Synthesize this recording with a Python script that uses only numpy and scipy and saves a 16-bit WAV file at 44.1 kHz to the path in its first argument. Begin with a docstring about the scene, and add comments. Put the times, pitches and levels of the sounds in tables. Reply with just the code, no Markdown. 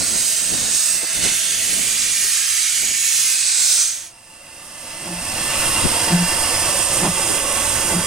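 """A sharp, dry hiss of steam, close by at the trackside in a cutting: a locomotive is pulling away with
its cylinder drain cocks open. Water turns the jets wet and roaring, and their cloud buffets the stereo
microphone. The cocks shut; a steady hollow rush of steam and a low rumble fade up out of the lull, and
slow exhaust chuffs boom in the chimney as the engine draws level."""
import sys
import numpy as np
from scipy import signal
from scipy.fft import rfft, irfft, next_fast_len
from scipy.io import wavfile
from scipy.ndimage import uniform_filter1d, map_coordinates

SR = 44100
rng = np.random.default_rng(int(sys.argv[2]) if len(sys.argv) > 2 else 0)


def master(y):
    """Save y as 16-bit WAV."""
    cut = np.clip(np.atleast_2d(y).T, -1, 1)
    pcm = np.round(cut * 32767)  # scale
    wavfile.write(sys.argv[1], SR, pcm.astype(np.int16))


N = 355446

# exhaust beats: centre_s, length_s, puff_db, boom_lag_s, boom_length_s, boom_db, echo_db
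EXHAUST_BEATS = [(5.11, 0.062, -35, .01, 0.057, -29.5, -8), (6.125, 0.037, -25.5, 0.023, .023, -9, -5),
                 (7.056, .03, -20.5, 0.038, .015, -16.5, -20), (7.945, 0.053, -27, .026, 0.027, -17.5, -22)]
# how alike the steam is at the two microphone ports: frequency_hz, correlation
STEAM_LIKENESS = [(60, 1), (300, 0.99), (640, 0.96), (1400, 0.76), (3100, 0.68), (6800, 0.71), (9000, 0.42),
                  (15000, 0.2)]
COCKS_CLOSING_S, COCKS_SHUT_S = 3.82, 4.14


def amp(db):
    """Decibels to gain."""
    return np.exp(np.asarray(db) * (np.log(10) / 20))


def unit(pair):
    """Scale a stereo pair so that its middle has rms 1."""
    return pair / np.sqrt(np.mean(pair.mean(0) ** 2) + 1e-20)


def even(pair):
    """Hold a noise at rms 1 while its colour changes."""
    power = uniform_filter1d(pair.mean(0) ** 2, size=SR // 8)
    return pair / np.sqrt(np.abs(power) + 1e-12)


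def along(points, hz):
    """Interpolate (frequency_hz, value) points on a log axis."""
    point_hz, values = np.transpose(points)
    return np.interp(np.log(hz + 1), np.log(point_hz + 1), values)


def clock():
    """Time of every sample in seconds."""
    return np.arange(N) / SR


def curves(rows):
    """One value per sample for each column after the time."""
    time_s, *columns = np.transpose(rows)
    return [np.interp(clock(), time_s, column) for column in columns]


def ramp(end_s, length_s):
    """Rises evenly from 0 to 1, arriving at end_s."""
    return np.clip(1 + (clock() - end_s) / length_s, 0, 1)


def swell(centre_s, length_s):
    """A bell-shaped surge."""
    return np.exp(-np.minimum(((clock() - centre_s) / length_s) ** 2, 20))


def wobble(rate_hz):
    """A smooth random curve, rate_hz knots a second."""
    coarse_s = np.linspace(0, N / SR, N // 20)
    knots = rng.standard_normal(int(N * rate_hz / SR) + 4)
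    return np.interp(clock(), coarse_s, map_coordinates(knots, [coarse_s * rate_hz]))


def filtered(x, response):
    """Filter x by a gain that is a function of frequency."""
    size = next_fast_len(N + 8192)
    return irfft(rfft(x, size) * response(np.fft.rfftfreq(size, 1 / SR)), size)[..., :N]


def split(x, edge_hz, order=8):
    """The parts of x below and above an edge, each at rms 1."""
    low = filtered(x, lambda hz: 1 / (1 + (hz / edge_hz) ** order))
    return unit(low), unit(x - low)


def eddies(patchy_db, bins, frames):
    """Two noises whose gain wanders in patches of frequency and time."""
    spectra = signal.stft(rng.standard_normal((2, N)), nperseg=1024)[2]
    patches = uniform_filter1d(rng.standard_normal(spectra.shape[1:]), bins, axis=0)
    patches = uniform_filter1d(patches, frames, axis=1)
    return signal.istft(spectra * amp(patchy_db * patches / patches.std()), nperseg=1024)[1][:, :N]


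def rush(source, colour, likeness, lead=None):
    """Colour two noises and spread them over the microphone ports."""
    # imbalance of the two ports: frequency_hz, left_minus_right_db
    port_balance = [(100, 0.5), (700, 0), (1400, 0.5), (2500, -4), (4400, 1.5), (5600, -2.5), (6700, -3.5),
                    (7400, -11), (8400, -12.5), (9400, -11.5), (10500, -1), (12000, -2.5), (13500, 2.5),
                    (15500, 7)]
    size = next_fast_len(N + 8192)
    hz = np.fft.rfftfreq(size, 1 / SR)
    correlation = np.clip(along(likeness, hz), -1, 1)
    coloured = rfft(source, size) * amp(along(colour, hz))
    mid, side = coloured * np.sqrt([1 + correlation, 1 - correlation])
    left = amp(along(port_balance, hz) / 2)  # the right port gets the inverse gain and phase
    if lead is not None:
        left = left * np.exp(.5j * along(lead, hz))
    ports = np.array([(mid + side) * left, (mid - side) / left])
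    return unit(irfft(ports, size)[:, :N])


def drain_cocks():
    """Jets blast along the track: water makes them roar, turbulence shifts their colour."""
    # water carried by the jets: time_s, wet_share
    water = [(0, 0), (1.0, 0), (1.27, 0.75), (1.5, 0.7), (2.4, 0.85), (3.3, 0.7), (3.5, 0.2), (3.82, 0),
             (4.1, 1)]
    # spectrum of a dry jet: frequency_hz, level_db
    dry_colour = [(100, -32), (550, -22.5), (1050, -20.5), (1450, -12), (2700, -9.5), (3450, -10),
                  (3950, -5), (5500, -4), (6600, 0), (7300, -5.5), (8300, 2.5), (9500, -7.5), (10400, -8.5),
                  (12000, -16), (15500, -20.5)]
    # spectrum of a wet jet: frequency_hz, level_db
    wet_colour = [(100, -25), (550, -38), (1050, -26.5), (1400, -17), (2100, -8.5), (2700, -5.5),
                  (3700, -6), (5500, -2.5), (6600, 2), (7300, -3.5), (8400, -1.5), (9600, -3.5),
                  (10500, -2), (13000, -15), (15500, -19.5)]
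    # how alike the jets are at the two ports: frequency_hz, correlation
    likeness = [(300, 0.2), (1400, 0.96), (3100, 0.63), (6800, 0.78), (8500, 0.59), (14000, 0.53)]
    # phase by which the left port leads: frequency_hz, lead_rad
    lead = [(4700, 0), (7000, -.5), (8100, 0.9), (8500, 2), (9600, 2.4), (13000, 2.5)]
    # the jets' treble while the cocks are open: time_s, hiss_db, fizz_db
    treble_levels = [(0.0, -22, -34.5), (0.28, -20.5, -31.5), (0.69, -23.5, -33), (0.75, -19, -29.5),
                     (0.95, -20, -32.5), (1.0, -24, -34.5), (1.21, -23.5, -35), (1.24, -19, -33.5),
                     (1.42, -22, -31), (2.43, -21, -29.5), (2.95, -21, -31.5), (3.13, -19, -27.5),
                     (3.31, -19.5, -28), (3.46, -19, -37.5), (3.74, -16, -29.5), (3.82, -16.5, -33)]
    roar_fall_db_per_s, hiss_fall_db_per_s, fizz_fall_db_per_s = 77, 85, 62
    closing_s = np.maximum(clock() - COCKS_CLOSING_S, 0)
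    wet = np.clip(curves(water)[0], 0, 1)
    spurt_db = 4 * swell(1.27, 0.049)  # the first water is thrown out at once
    roar_db = -33.5 + 4.5 * wet + spurt_db - roar_fall_db_per_s * closing_s
    hiss_db, fizz_db = curves(treble_levels)
    hiss_db = hiss_db + 0.57 * wobble(9) - hiss_fall_db_per_s * closing_s
    fizz_db = fizz_db + 1.26 * wobble(11) - fizz_fall_db_per_s * closing_s
    turbulence = eddies(patchy_db=2.5, bins=3, frames=26)
    dry_jet = rush(turbulence, dry_colour, likeness, lead)
    wet_jet = rush(turbulence, wet_colour, likeness, lead)
    roar, treble = split((1 - wet) * dry_jet + wet * wet_jet, edge_hz=3300)
    hiss, fizz = split(treble, edge_hz=9730, order=24)
    jet = amp(roar_db) * even(roar) + amp(hiss_db) * even(hiss) + amp(fizz_db) * even(fizz)
    sputter_db = 0.38 * wobble(29.96) + 0.19 * wobble(130)  # slugs of water break up the flow
    last_gap = 1 - ramp(COCKS_SHUT_S, length_s=0.087)
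    return last_gap * amp(sputter_db) * jet


def singing():
    """A weak, breathy note rides on the escaping steam and fades as the jets turn wet."""
    pitch_hz, half_width_hz, level_db = 650, 19, -50
    breath = rng.standard_normal((1, N))
    note = filtered(breath, lambda hz: 1 / (1 + ((hz - pitch_hz) / half_width_hz) ** 2))
    return amp(level_db) * (1 - ramp(end_s=2.1, length_s=.55)) * unit(note)


def buffeting():
    """The steam cloud hits each port separately, the left harder; the draught ends as the cocks shut."""
    # billows blowing over the microphone: centre_s, length_s, level_db
    billows = [(.01, 0.038, -31.5), (0.154, 0.11, -37), (0.58, 0.14, -35.5), (0.938, 0.053, -45),
               (1.237, 0.082, -32.5), (1.5, 0.13, -47.5), (1.755, 0.16, -40.5), (2.043, 0.24, -49),
               (2.866, 0.077, -45.5)]
    # spectrum of wind on the ports: frequency_hz, level_db
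    wind_colour = [(20, -8), (60, -2), (110, -0.5), (250, 0), (400, -5.5), (650, -8), (1000, -14),
                   (2200, -42)]
    gusts = rush(rng.standard_normal((2, N)), wind_colour, likeness=[(100, .02), (700, 0.18)])
    lumps = amp(2.2 * np.array([wobble(35.2), wobble(35.1)]) + [[2.8], [-2.8]])
    draught = amp(-57.5) * (1 - ramp(COCKS_SHUT_S, length_s=0.38))
    surges = sum(amp(level_db) * swell(centre_s, length_s) for centre_s, length_s, level_db in billows)
    return (draught + surges) * unit(lumps * gusts)


def thumps():
    """Single eddies strike the microphone, from dull thuds to sharper slaps, mostly on the left port."""
    # strikes of air: centre_s, length_s, level_db, left_minus_right_db, slap_share
    strikes = [(0.541, .014, -31, 14, 0.5), (.69, .015, -39, 3, 0.7), (1.038, 0.014, -34, 9, 0.96),
               (1.264, 0.027, -34, 16, 1), (2.06, .045, -42, 3, 0), (2.25, 0.02, -41.5, 7, 0.4),
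               (2.836, 0.016, -39, -6, .6), (2.91, .012, -39, -4, .5), (5.683, 0.042, -32, 12, 0),
               (5.853, 0.018, -16.5, 23, 0), (5.93, .03, -35, 12, 0), (7.31, 0.017, -27, 2, 0.7)]
    # spectrum of a dull thud: frequency_hz, level_db
    thud_colour = [(20, 0), (60, 2.5), (140, -4), (300, -6), (600, -13.5), (2000, -45), (6000, -70)]
    # spectrum of a sharp slap: frequency_hz, level_db
    slap_colour = [(30, -19), (150, -6), (330, 2), (700, -2), (1500, -16), (6000, -50)]
    air = rng.standard_normal((2, N))
    thud, slap = (rush(air, colour, likeness=[(100, 0.088)]) for colour in (thud_colour, slap_colour))
    out = np.zeros((2, N))
    for centre_s, length_s, level_db, left_db, slap_share in strikes:
        pan = amp([[left_db / 2], [-left_db / 2]])
        pan /= np.sqrt(np.mean(pan ** 2))
        strike = (1 - slap_share) * thud + slap_share * slap
        out += amp(level_db) * pan * swell(centre_s, length_s) * strike
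    return out


def steady_steam():
    """Steam rushes through the smokebox's resonances under a bright leak; the colour turns as it nears."""
    # spectrum of the escaping steam: frequency_hz, level_db
    colour = [(20, -2.5), (100, -4), (260, -5.5), (430, -4.5), (700, -3.5), (1400, -6.5), (2400, -8.5),
              (4000, -9), (6000, -6.5), (7600, -7), (8600, 1), (10500, -6.5), (12500, -13), (15500, -24.5)]
    # phase by which the left port leads: frequency_hz, lead_rad
    lead = [(600, -0.022), (3000, -0.46), (6800, -1.33), (9000, -1.36), (15000, -1.4)]
    # resonances of smokebox and pipework: pitch_hz, width_hz, lift_ahead_db, lift_alongside_db
    pipes = [(334, 10.6, 5, 7), (424, 38, -16.5, -1.5), (500, 36, 2, 0.5), (562, 53, 4.5, 6.5),
             (694, 18, 4, 0.5), (832, 24.5, -21, -8), (881, 30, 7, 8), (1142, 90, 2, 6.5),
             (1550, 31, 0.5, 7), (1770, 29, 10, 7), (2036, 54, 6.5, 7.5), (2733, 185, 10, 9),
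             (3243, 94, 6, 7), (4200, 370, -0.5, -2.5), (4980, 150, 9, 5), (5450, 170, 4.5, 2.5),
             (6880, 420, 0.5, 4)]
    # the engine draws level with the microphone: time_s, alongside_share
    approach = [(4.2, 0.1), (6.0, 0.15), (6.8, 0.37), (7.4, 1), (8.06, 1)]
    lull_s, full_s = 4.18, 5.655
    hollow_rise_db_per_s, hollow_ease_db_per_s = 18.5, 1.01
    leak_rise_db_per_s, leak_ease_db_per_s = 19, .6
    to_go_s = full_s - np.clip(clock(), lull_s, full_s)
    past_s = np.maximum(clock() - full_s, 0)
    # the hiss dips after each beat, deeper for a louder boom
    dip_db = sum(7 * np.sqrt(amp(boom_db)) * swell(beat_s + 0.056, 0.05)
                 for beat_s, *_, boom_db, _ in EXHAUST_BEATS)
    hollow_db = -22.5 - hollow_rise_db_per_s * to_go_s - hollow_ease_db_per_s * past_s - 0.23 * dip_db
    leak_db = -23 - leak_rise_db_per_s * to_go_s - leak_ease_db_per_s * past_s - dip_db
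    steam = rush(eddies(patchy_db=2.17, bins=2, frames=30), colour, STEAM_LIKENESS, lead)

    def resonances(hz, side):
        """Gain of the pipework heard from ahead (side 0) or alongside (side 1)."""
        return amp(sum(lifts_db[side] * np.exp(-((hz - pitch_hz) / width_hz) ** 2)
                       for pitch_hz, width_hz, *lifts_db in pipes))

    ahead = filtered(steam, lambda hz: resonances(hz, side=0))
    alongside = filtered(steam, lambda hz: resonances(hz, side=1))
    turned = np.clip(curves(approach)[0], 0, 1)
    hollow, leak = split((1 - turned) * ahead + turned * alongside, edge_hz=5970)
    return amp(hollow_db + 0.68 * wobble(20)) * hollow + amp(leak_db + 0.73 * wobble(20)) * leak


def running_gear():
    """A low, uneven rumble fades up after the lull, then eases, much the same at both ports."""
    # spectrum of the rumble: frequency_hz, level_db
    colour = [(15, -0.5), (35, -5), (75, -6), (97, 1.5), (125, -1.5), (250, -20), (600, -38)]
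    lull_db, full_db, full_s, ease_db_per_s = -60.5, -39.5, 5.34, 1
    rumble = rush(rng.standard_normal((2, N)), colour, likeness=[(100, 0.9)])
    rise_db = (full_db - lull_db) * ramp(full_s, length_s=0.31)
    ease_db = ease_db_per_s * np.maximum(clock() - full_s, 0)
    return amp(lull_db + rise_db - ease_db + 1.3 * wobble(7.6)) * rumble


def chuffs():
    """Each beat is a puff that sets the chimney's air column booming; the cutting throws the boom back."""
    # spectrum of an exhaust puff: frequency_hz, level_db
    colour = [(60, -21), (145, -4), (176, 4), (210, -1), (280, -5), (335, 4.5), (450, -10.5), (650, -4),
              (1200, -14.5), (3000, -30), (9000, -55)]
    chimney_hz, echo_delay_s = 175, 0.067
    puff = rush(rng.standard_normal((2, N)), colour, STEAM_LIKENESS)
    blast, boom = np.zeros(N), np.zeros(N)
    for beat_s, length_s, puff_db, lag_s, boom_length_s, boom_db, echo_db in EXHAUST_BEATS:
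        valve_leak = 0.31 * swell(beat_s - .05, 0.067)  # steam leaks first as the valve opens
        blast += amp(puff_db) * (swell(beat_s, length_s) + valve_leak)
        ring = swell(beat_s + lag_s, boom_length_s)
        echo = amp(echo_db) * swell(beat_s + lag_s + echo_delay_s, 0.035)
        tone = np.sin(2 * np.pi * chimney_hz * (clock() - beat_s) + 0.17 * wobble(40))
        boom += amp(boom_db) * (ring + echo) * tone
    return blast * puff + boom * amp([[.5], [-.5]])


def scene():
    """The engine and the air around the microphone, from beside the track."""
    # the steam leans slightly left, then drifts right: time_s, left_minus_right_db
    steam_lean = [(0, 0.5), (3, 0), (3.7, 1.7), (4.5, 0.7), (5.7, 0.5), (8.06, -1.5)]
    pan = amp(np.outer([.5, -.5], curves(steam_lean)[0]))
    steam = (drain_cocks() + steady_steam()) * pan
    return steam + singing() + chuffs() + running_gear() + buffeting() + thumps()


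def record(dry):
    """The recorder keeps nothing above its band limit."""
    top_hz = 15800
    return filtered(dry, lambda hz: hz < top_hz)


dry = scene()
out = record(dry)
master(out)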